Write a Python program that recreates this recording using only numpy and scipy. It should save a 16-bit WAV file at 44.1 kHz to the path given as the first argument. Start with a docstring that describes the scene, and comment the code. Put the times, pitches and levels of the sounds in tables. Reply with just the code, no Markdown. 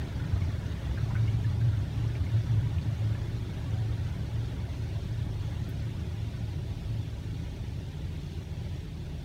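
"""A curtain of water falls on a car in an automatic wash and moves off the windscreen, heard from inside.
By forced vibration the falling water makes the glass boom and the body rumble. Drops excite the
pane's bending modes, trapped bubbles resonate as plops and gurgles, and spray hisses all around.
Underneath, a slowly turning machine (a pump or the idling engine) hums at harmonics of its shaft
speed. Two faint whines and one high tick sound in passing."""
import sys
import numpy as np
from scipy import signal
from scipy.fft import rfft, irfft
from scipy.io import wavfile
from scipy.ndimage import uniform_filter1d

SR = 44100
rng = np.random.default_rng(int(sys.argv[2]) if len(sys.argv) > 2 else 0)


def store_pcm(level_fs):
    """Save levels as 16-bit WAV."""
    pcm = np.round(np.clip(level_fs, -1, 1) * 32767).astype(np.int16)
    wavfile.write(sys.argv[1], SR, np.atleast_2d(pcm).T)


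N = 407484
TIME = np.arange(N) / SR
PANE_HZ, PANE_WIDTH_HZ = 110, 9  # the windscreen's drum mode
SURGE_ATTACK_S, SURGE_RELEASE_S = .04, .05
SHAFT_HZ = 14.4
CUTOFF_HZ = 15780

# weight of the stream on the windscreen, heaviest early on: (time [s], relative level [dB])
STREAM = [(0, -43.5), (0.95, -36), (1.4, -32), (2.2, -36), (3.2, -37.5), (4.6, -36.5), (5.8, -37.5),
          (7.4, -39), (8.3, -60), (9.24, -54)]
# heavy gushes that make the pane boom: (start [s], duration [s], relative level [dB])
PANE_GUSHES = [(1.145, 0.20, -27), (1.46, 0.056, -28.5), (1.631, 0.062, -23), (1.773, 0.047, -28),
               (1.975, 0.1, -33), (2.353, 0.027, -23), (2.496, 0.15, -24.5), (2.876, 0.05, -29.5),
               (3.014, 0.095, -27.5), (3.8, 0.05, -29.5), (4.33, 0.06, -33), (6.92, 0.08, -33)]
# low modes of body and cabin air: (frequency [Hz], bandwidth [Hz], relative level [dB])
RUMBLE_MODES = [(34.6, 14, -42), (47.3, 38, -22), (66.97, 5.2, 2.5), (77.4, 18, 2.5), (88.7, 23, 3.5)]
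# slugs of water landing on roof and bonnet: (start [s], duration [s], level [dB])
ROOF_SLUGS = [(0.34, 0.10, -28.5), (0.88, 0.03, -30), (2.19, 0.12, -33.5), (2.76, 0.04, -31.5)]
# water landing on the car, easing as the curtain moves off: (time [s], load [dB])
WATER_LOAD = [(0, 0), (1.1, -0.5), (2.0, -2), (4.0, -3.5), (5.1, -5), (5.7, -5), (6.3, -7), (8.0, -9.5),
              (9.24, -11)]
# how each water sound follows the load: (level at full load [dB], slope [dB per dB of load])
RUMBLE_BY_LOAD = (-36, 0.72)
DRUMMING_BY_LOAD = (-39, 0.4)
GURGLE_BY_LOAD = (-55, 0.44)
PATTER_BY_LOAD = (-54.5, 1.06)
SPRAY_BY_LOAD = (-55, 0.22)
SPLAT_BY_LOAD = (-52, 0.99)
# harmonics of the machine: (order [multiple of shaft speed], relative level [dB])
SHAFT_ORDERS = [(3, -46), (5, -45.5), (6, -43.5), (8, -48.5), (10, -45.5), (11, -47.5), (15, -76),
                (21, -70), (23, -65.5), (25, -60.5), (27, -63.5)]
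# response of the shell to each water sound: (frequency [Hz], relative gain [dB])
DRUMMING_RESPONSE = [(100, -4.5), (128, 1.5), (150, -3), (185, -3.5), (235, -12), (280, -8.5), (330, -15),
                     (385, -15.5), (470, -24.5), (720, -29.5), (1100, -48)]
GURGLE_RESPONSE = [(300, -7.5), (480, 0.5), (570, 5.5), (650, 2.5), (715, -6.5), (780, 0), (850, 1.5),
                   (900, -4), (975, -1), (1060, -14), (1500, -31)]
PATTER_RESPONSE = [(700, -6.5), (960, 3.5), (1080, -3), (1260, 0), (1480, 2), (1700, 0.5), (2000, -2),
                   (2300, -5), (2800, -19.5), (4500, -19)]
SPRAY_RESPONSE = [(600, -11.5), (1200, -9), (2000, -3.5), (3100, -2.5), (3450, -1), (3900, -3), (4900, -10),
                  (5700, -9.5), (7500, -16), (8800, -15.5), (10000, -19), (10450, -23.5), (10950, -20),
                  (16000, -22.5)]
# resonances of glass and panels: (frequency [Hz], bandwidth [Hz], lift [dB])
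BENDING_MODES = [(432.6, 4.8, 9), (687, 23, 5), (770, 10, 1.5), (1131, 22, 5.5), (1410, 37, -2),
                 (1435, 28, 2.5), (1825, 15, 3.5), (2200, 18, 4), (2794, 12, 5.5), (3480, 95, 1),
                 (3900, 44, -5), (4350, 50, -1), (4520, 40, 4)]
# larger bubbles in the water sheet: (time [s], relative level [dB], starting pitch [Hz], length [s])
LARGE_BUBBLES = [(0.014, -44, 1810, 0.01), (0.197, -45, 1430, 0.017), (0.239, -45, 1280, 0.011),
                 (0.417, -45, 2160, 0.014), (0.973, -43, 1552, 0.025), (1.106, -38.5, 960, 0.014),
                 (1.152, -37, 1454, 0.018), (1.164, -45, 2160, 0.012), (1.275, -46, 2170, 0.02),
                 (1.277, -48.5, 2820, 0.023), (1.444, -46, 1700, 0.02), (1.611, -48, 1550, 0.024),
                 (1.730, -47, 1380, 0.026), (2.152, -44, 2300, 0.01), (2.264, -42.5, 2120, 0.009),
                 (2.782, -46, 2700, 0.012), (3.148, -44.5, 1695, 0.018)]
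# faint, brief tones: (time of peak [s], peak level [dB], frequency [Hz], half length [s])
WHINE_TONES = [(3.795, -56, 755, 0.14), (8.60, -63, 808, 0.13)]


def from_db(db):
    """Amplitude ratio of a level in decibels."""
    return 10 ** (np.asarray(db) / 20)


def rms_one(x):
    """Normalisation to an rms of 1."""
    return x / np.sqrt(np.mean(x ** 2) + 1e-20)


def in_time(curve):
    """Linear interpolation of a curve to every sample."""
    return np.interp(TIME, *np.transpose(curve))


def under_load(law):
    """Power law: a sound's amplitude follows the load of water on the car."""
    full_db, slope = law
    return from_db(full_db + slope * in_time(WATER_LOAD))


def surging(gain, surges):
    """Power addition of a flow and its surges, each of which swells, holds and dies away."""
    swells = 0
    for start, length, db in surges:
        corners = [start - SURGE_ATTACK_S, start, start + length, start + length + SURGE_RELEASE_S]
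        swells += from_db(db) * np.interp(TIME, corners, [0, 1, 1, 0])
    return np.sqrt(gain ** 2 + swells ** 2)


def drift(corner_hz):
    """Slow random fluctuation: low-pass noise of rms 1."""
    step, settle = 40, 2000
    r = np.exp(-2 * np.pi * corner_hz * step / SR)
    noise = rng.standard_normal(N // step + settle + 2)
    slow = signal.lfilter([1], [1, -2 * r, r * r], noise)[settle:]
    return np.interp(np.arange(N) / step, np.arange(len(slow)), rms_one(slow))


def resonate(x, hz, width_hz):
    """A damped two-pole resonator with unit gain at its peak."""
    r = np.exp(-np.pi * width_hz / SR)
    feedback = [1, -2 * r * np.cos(2 * np.pi * hz / SR), r * r]
    return signal.lfilter(np.array([1, 0, -1]) * (1 - r * r) / 2, feedback, x)


def shaken_mode(hz, width_hz, length=N, settle=SR):
    """Response of a steep-sided resonance to the random push of water; rms 1."""
    push = rng.standard_normal(length + settle)
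    return rms_one(resonate(resonate(push, hz, width_hz), hz, width_hz)[settle:])


def steady(x, span_s):
    """Division by the running rms evens out slow swells and keeps the fast beating."""
    return x / np.sqrt(uniform_filter1d(x * x, size=int(span_s * SR)) + 1e-6)


def through_shell(force, response):
    """Transmission through glass and panels as a causal, minimum-phase filter; rms 1."""
    size = 8192
    hz, db = np.transpose(response)
    grid = np.maximum(np.arange(size // 2 + 1) * SR / size, 1)
    skirts = np.minimum(grid / hz[0], 1) ** 2 * np.minimum(hz[-1] / grid, 1) ** 2
    gain = from_db(np.interp(np.log(grid), np.log(hz), db)) * skirts
    cepstrum = irfft(np.log(gain))
    cepstrum[1:size // 2] *= 2  # folding onto positive time gives minimum phase
    cepstrum[size // 2 + 1:] = 0
    impulse_response = irfft(np.exp(rfft(cepstrum)))
    return rms_one(signal.fftconvolve(force, impulse_response)[:N])


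def glass(force):
    """Modal superposition: the pane's bending modes ring on after each impact; rms 1."""
    ringing = sum((from_db(db) - 1) * resonate(force, hz, width) for hz, width, db in BENDING_MODES)
    return rms_one(force + ringing)


def drops(per_s, spread_db):
    """Shot noise: impacts at random moments, many small and a few large; rms 1."""
    sizes = from_db(spread_db * np.minimum(rng.exponential(1, N), 4))
    signs = rng.choice([-1, 1], N)
    return rms_one(sizes * signs * (rng.random(N) < per_s / SR))


def bubbles(pitches, per_s, cycles, spread_db):
    """Bubble resonance: each size in the running film rings at its own pitch; rms 1."""
    force = drops(per_s, spread_db)
    size_class = rng.integers(len(pitches), size=N)
    return rms_one(sum(resonate(force * (size_class == k) + 1e-18, hz, hz / cycles)
                       for k, hz in enumerate(pitches)))


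def windscreen(gain_db, flutter_db):
    """Forced vibration: the fluttering stream and its gushes drive the pane's lowest mode."""
    stream = from_db(in_time(STREAM) + flutter_db * drift(7.8))
    boom = steady(shaken_mode(PANE_HZ, PANE_WIDTH_HZ), span_s=0.0546)
    return from_db(gain_db) * surging(stream, PANE_GUSHES) * boom


def body(floor_db):
    """Random excitation of body modes: the lowest rumble evenly, the higher follow load and slugs."""
    modes = [from_db(db) * shaken_mode(hz, width) for hz, width, db in RUMBLE_MODES]
    deep = steady(rms_one(sum(modes[:2])), span_s=0.39)
    upper = steady(rms_one(sum(modes[2:])), span_s=.2)
    return from_db(floor_db) * deep + surging(under_load(RUMBLE_BY_LOAD), ROOF_SLUGS) * upper


def machine(gain_db, wander, flutter_db):
    """Periodic rotation gives a harmonic series on one slightly wandering shaft speed."""
    turns = np.cumsum(SHAFT_HZ * (1 + wander * drift(1))) / SR
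    hum = np.zeros(N)
    for order, db in SHAFT_ORDERS:
        amplitude = np.sqrt(2) * from_db(db + flutter_db * drift(1.9))
        hum += amplitude * np.sin(2 * np.pi * (order * turns + rng.random()))
    return from_db(gain_db) * hum


def drumming(per_s):
    """Impact excitation: falling drops drum on the shell, low in pitch."""
    return glass(through_shell(drops(per_s, spread_db=2.5), DRUMMING_RESPONSE))


def gurgle(per_s, bubble_db):
    """Larger bubbles resonate among heavy drops in the water running off the glass."""
    ringing = bubbles(np.geomspace(480, 1050, num=16), per_s=1200, cycles=12, spread_db=1.5)
    force = drops(per_s, spread_db=1.5) + from_db(bubble_db) * ringing
    return glass(through_shell(force, GURGLE_RESPONSE))


def patter(per_s, bubble_db):
    """Light impacts excite the glass while small bubbles resonate at higher pitches."""
    ringing = bubbles(np.geomspace(950, 4000, num=28), per_s=1800, cycles=16, spread_db=2.4)
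    force = drops(per_s, spread_db=2.0) + from_db(bubble_db) * ringing
    return glass(through_shell(force, PATTER_RESPONSE))


def spray(per_s, mist_db, gust_db):
    """Fine droplets, mist and tiny fizzing bubbles add incoherently to a gently gusting hiss."""
    fizz = from_db(-12) * bubbles(np.geomspace(4200, 7000, num=12), per_s=130, cycles=45, spread_db=1.5)
    force = drops(per_s, spread_db=2.0) + from_db(mist_db) * rng.standard_normal(N) + fizz
    return glass(through_shell(force, SPRAY_RESPONSE)) * from_db(gust_db * drift(3.3))


def plops(gain_db, rise, splash_db, attack_s):
    """Damped oscillation: each trapped bubble rings, rising in pitch, inside a short splash."""
    out = np.zeros(N)
    t = np.arange(SR // 10) / SR
    for start, db, hz, length in LARGE_BUBBLES:
        envelope = (1 - np.exp(-t / attack_s)) * np.exp(-2 * t / length)
        pitch_hz = hz * (1 + rise * (1 - np.exp(-t / length)))
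        bubble = np.sin(2 * np.pi * np.cumsum(pitch_hz) / SR)
        splash = from_db(splash_db) * shaken_mode(hz, hz / 2, len(t), settle=0)
        at = int(start * SR)
        out[at:at + len(t)] += from_db(db + gain_db) * envelope / envelope.max() * (bubble + splash)
    return out


def splats(peak_per_s, decay_s, spread_db):
    """Impact transients: lumps of water slap the pane, harder and more often under the curtain."""
    gain = under_load(SPLAT_BY_LOAD)
    chance = gain / gain.max()
    out = np.zeros(N)
    t = np.arange(SR // 20) / SR
    for when, pitch, softness, draw in rng.random((int(peak_per_s * N / SR), 4)):
        at = int(when * (N - len(t)))
        hz = 900 * 4 ** pitch  # spread over two octaves
        if draw < chance[at]:
            splash = shaken_mode(hz, hz / 2, len(t), settle=0) * np.exp(-t / decay_s)
            out[at:at + len(t)] += splash * gain[at] * from_db(-spread_db * softness)
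    return out


def cabin(x, wet_db, t60):
    """Reverberation: close, quickly damped reflections from windows, roof and seats."""
    t = np.arange(SR // 8) / SR
    echoes = rng.standard_normal(len(t)) * from_db(-60 * t / t60) * (t > .002)
    reflected = signal.fftconvolve(x, echoes / np.linalg.norm(echoes))[:N]
    wet = from_db(wet_db)
    return (x + wet * reflected) / np.sqrt(1 + wet ** 2)


def whines():
    """Pure tones swell and fade under Gaussian envelopes."""
    return sum(from_db(db) * np.exp(-((TIME - peak_s) / half_s) ** 2) * np.sin(2 * np.pi * hz * TIME)
               for peak_s, db, hz, half_s in WHINE_TONES)


def tick(at_s, level_db, t60):
    """Exponential decay of very high noise: one thin tick close by in the cabin."""
    age = TIME - at_s
    fizz = through_shell(rng.standard_normal(N), [(6000, -9), (9500, -6), (11500, 0), (15500, 0)])
    return fizz * (age > 0) * from_db(level_db - 60 * np.abs(age) / t60)


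def suppressor(x, depth, memory, size):
    """Spectral expansion: mid bands dip and rise further about their averages, so the hiss clumps."""
    framing = dict(fs=SR, nperseg=size, noverlap=size * 3 // 4)
    hz, _, frames = signal.stft(x, **framing)
    power = np.abs(frames) ** 2 + 1e-20
    recent = signal.lfilter([1 - memory], [1, -memory], power, axis=1, zi=memory * power[:, 2:3])[0]
    average = uniform_filter1d(power, size=200, axis=1)
    excess = np.minimum(recent / average, 3)
    reach = np.interp(hz, [250, 1000, 6500, 8000], [0, 1, 1, 0])[:, None]
    return signal.istft(frames * excess ** (depth * reach), **framing)[1][:N]


def scene():
    """Superposition of water, hum, whines and tick at one point in the cabin."""
    water = under_load(DRUMMING_BY_LOAD) * drumming(per_s=1200)
    water += under_load(GURGLE_BY_LOAD) * gurgle(per_s=4000, bubble_db=-4.5)
    water += under_load(PATTER_BY_LOAD) * patter(per_s=5000, bubble_db=-12.0)
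    water += under_load(SPRAY_BY_LOAD) * spray(per_s=7000, mist_db=2.0, gust_db=0.25)
    rumble = windscreen(gain_db=-0.5, flutter_db=2.5) + body(floor_db=-48.5)
    hum = machine(gain_db=-2.1, wander=0.00307, flutter_db=2.5)
    gulps = plops(gain_db=-3.8, rise=.06, splash_db=-3.5, attack_s=.0012)
    slaps = splats(peak_per_s=32, decay_s=.006, spread_db=18)
    splashes = cabin(gulps + slaps, wet_db=-10, t60=.06)
    high_tick = tick(at_s=5.689, level_db=-53, t60=.085)
    return (rumble + hum + water + splashes + whines() + high_tick)[None]


def record(dry):
    """Band limiting: the microphone loses deep bass, a mild noise suppressor acts, the top is cut."""
    high_pass = signal.butter(2, 24, "high", fs=SR, output="sos")
    low_pass = signal.ellip(12, .1, 80, CUTOFF_HZ, fs=SR, output="sos")
    thinned = signal.sosfilt(high_pass, dry[0])
    clumpy = suppressor(thinned, depth=.31, memory=.6, size=1024)
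    return signal.sosfilt(low_pass, clumpy)[None]


dry = scene()
out = record(dry)
store_pcm(out)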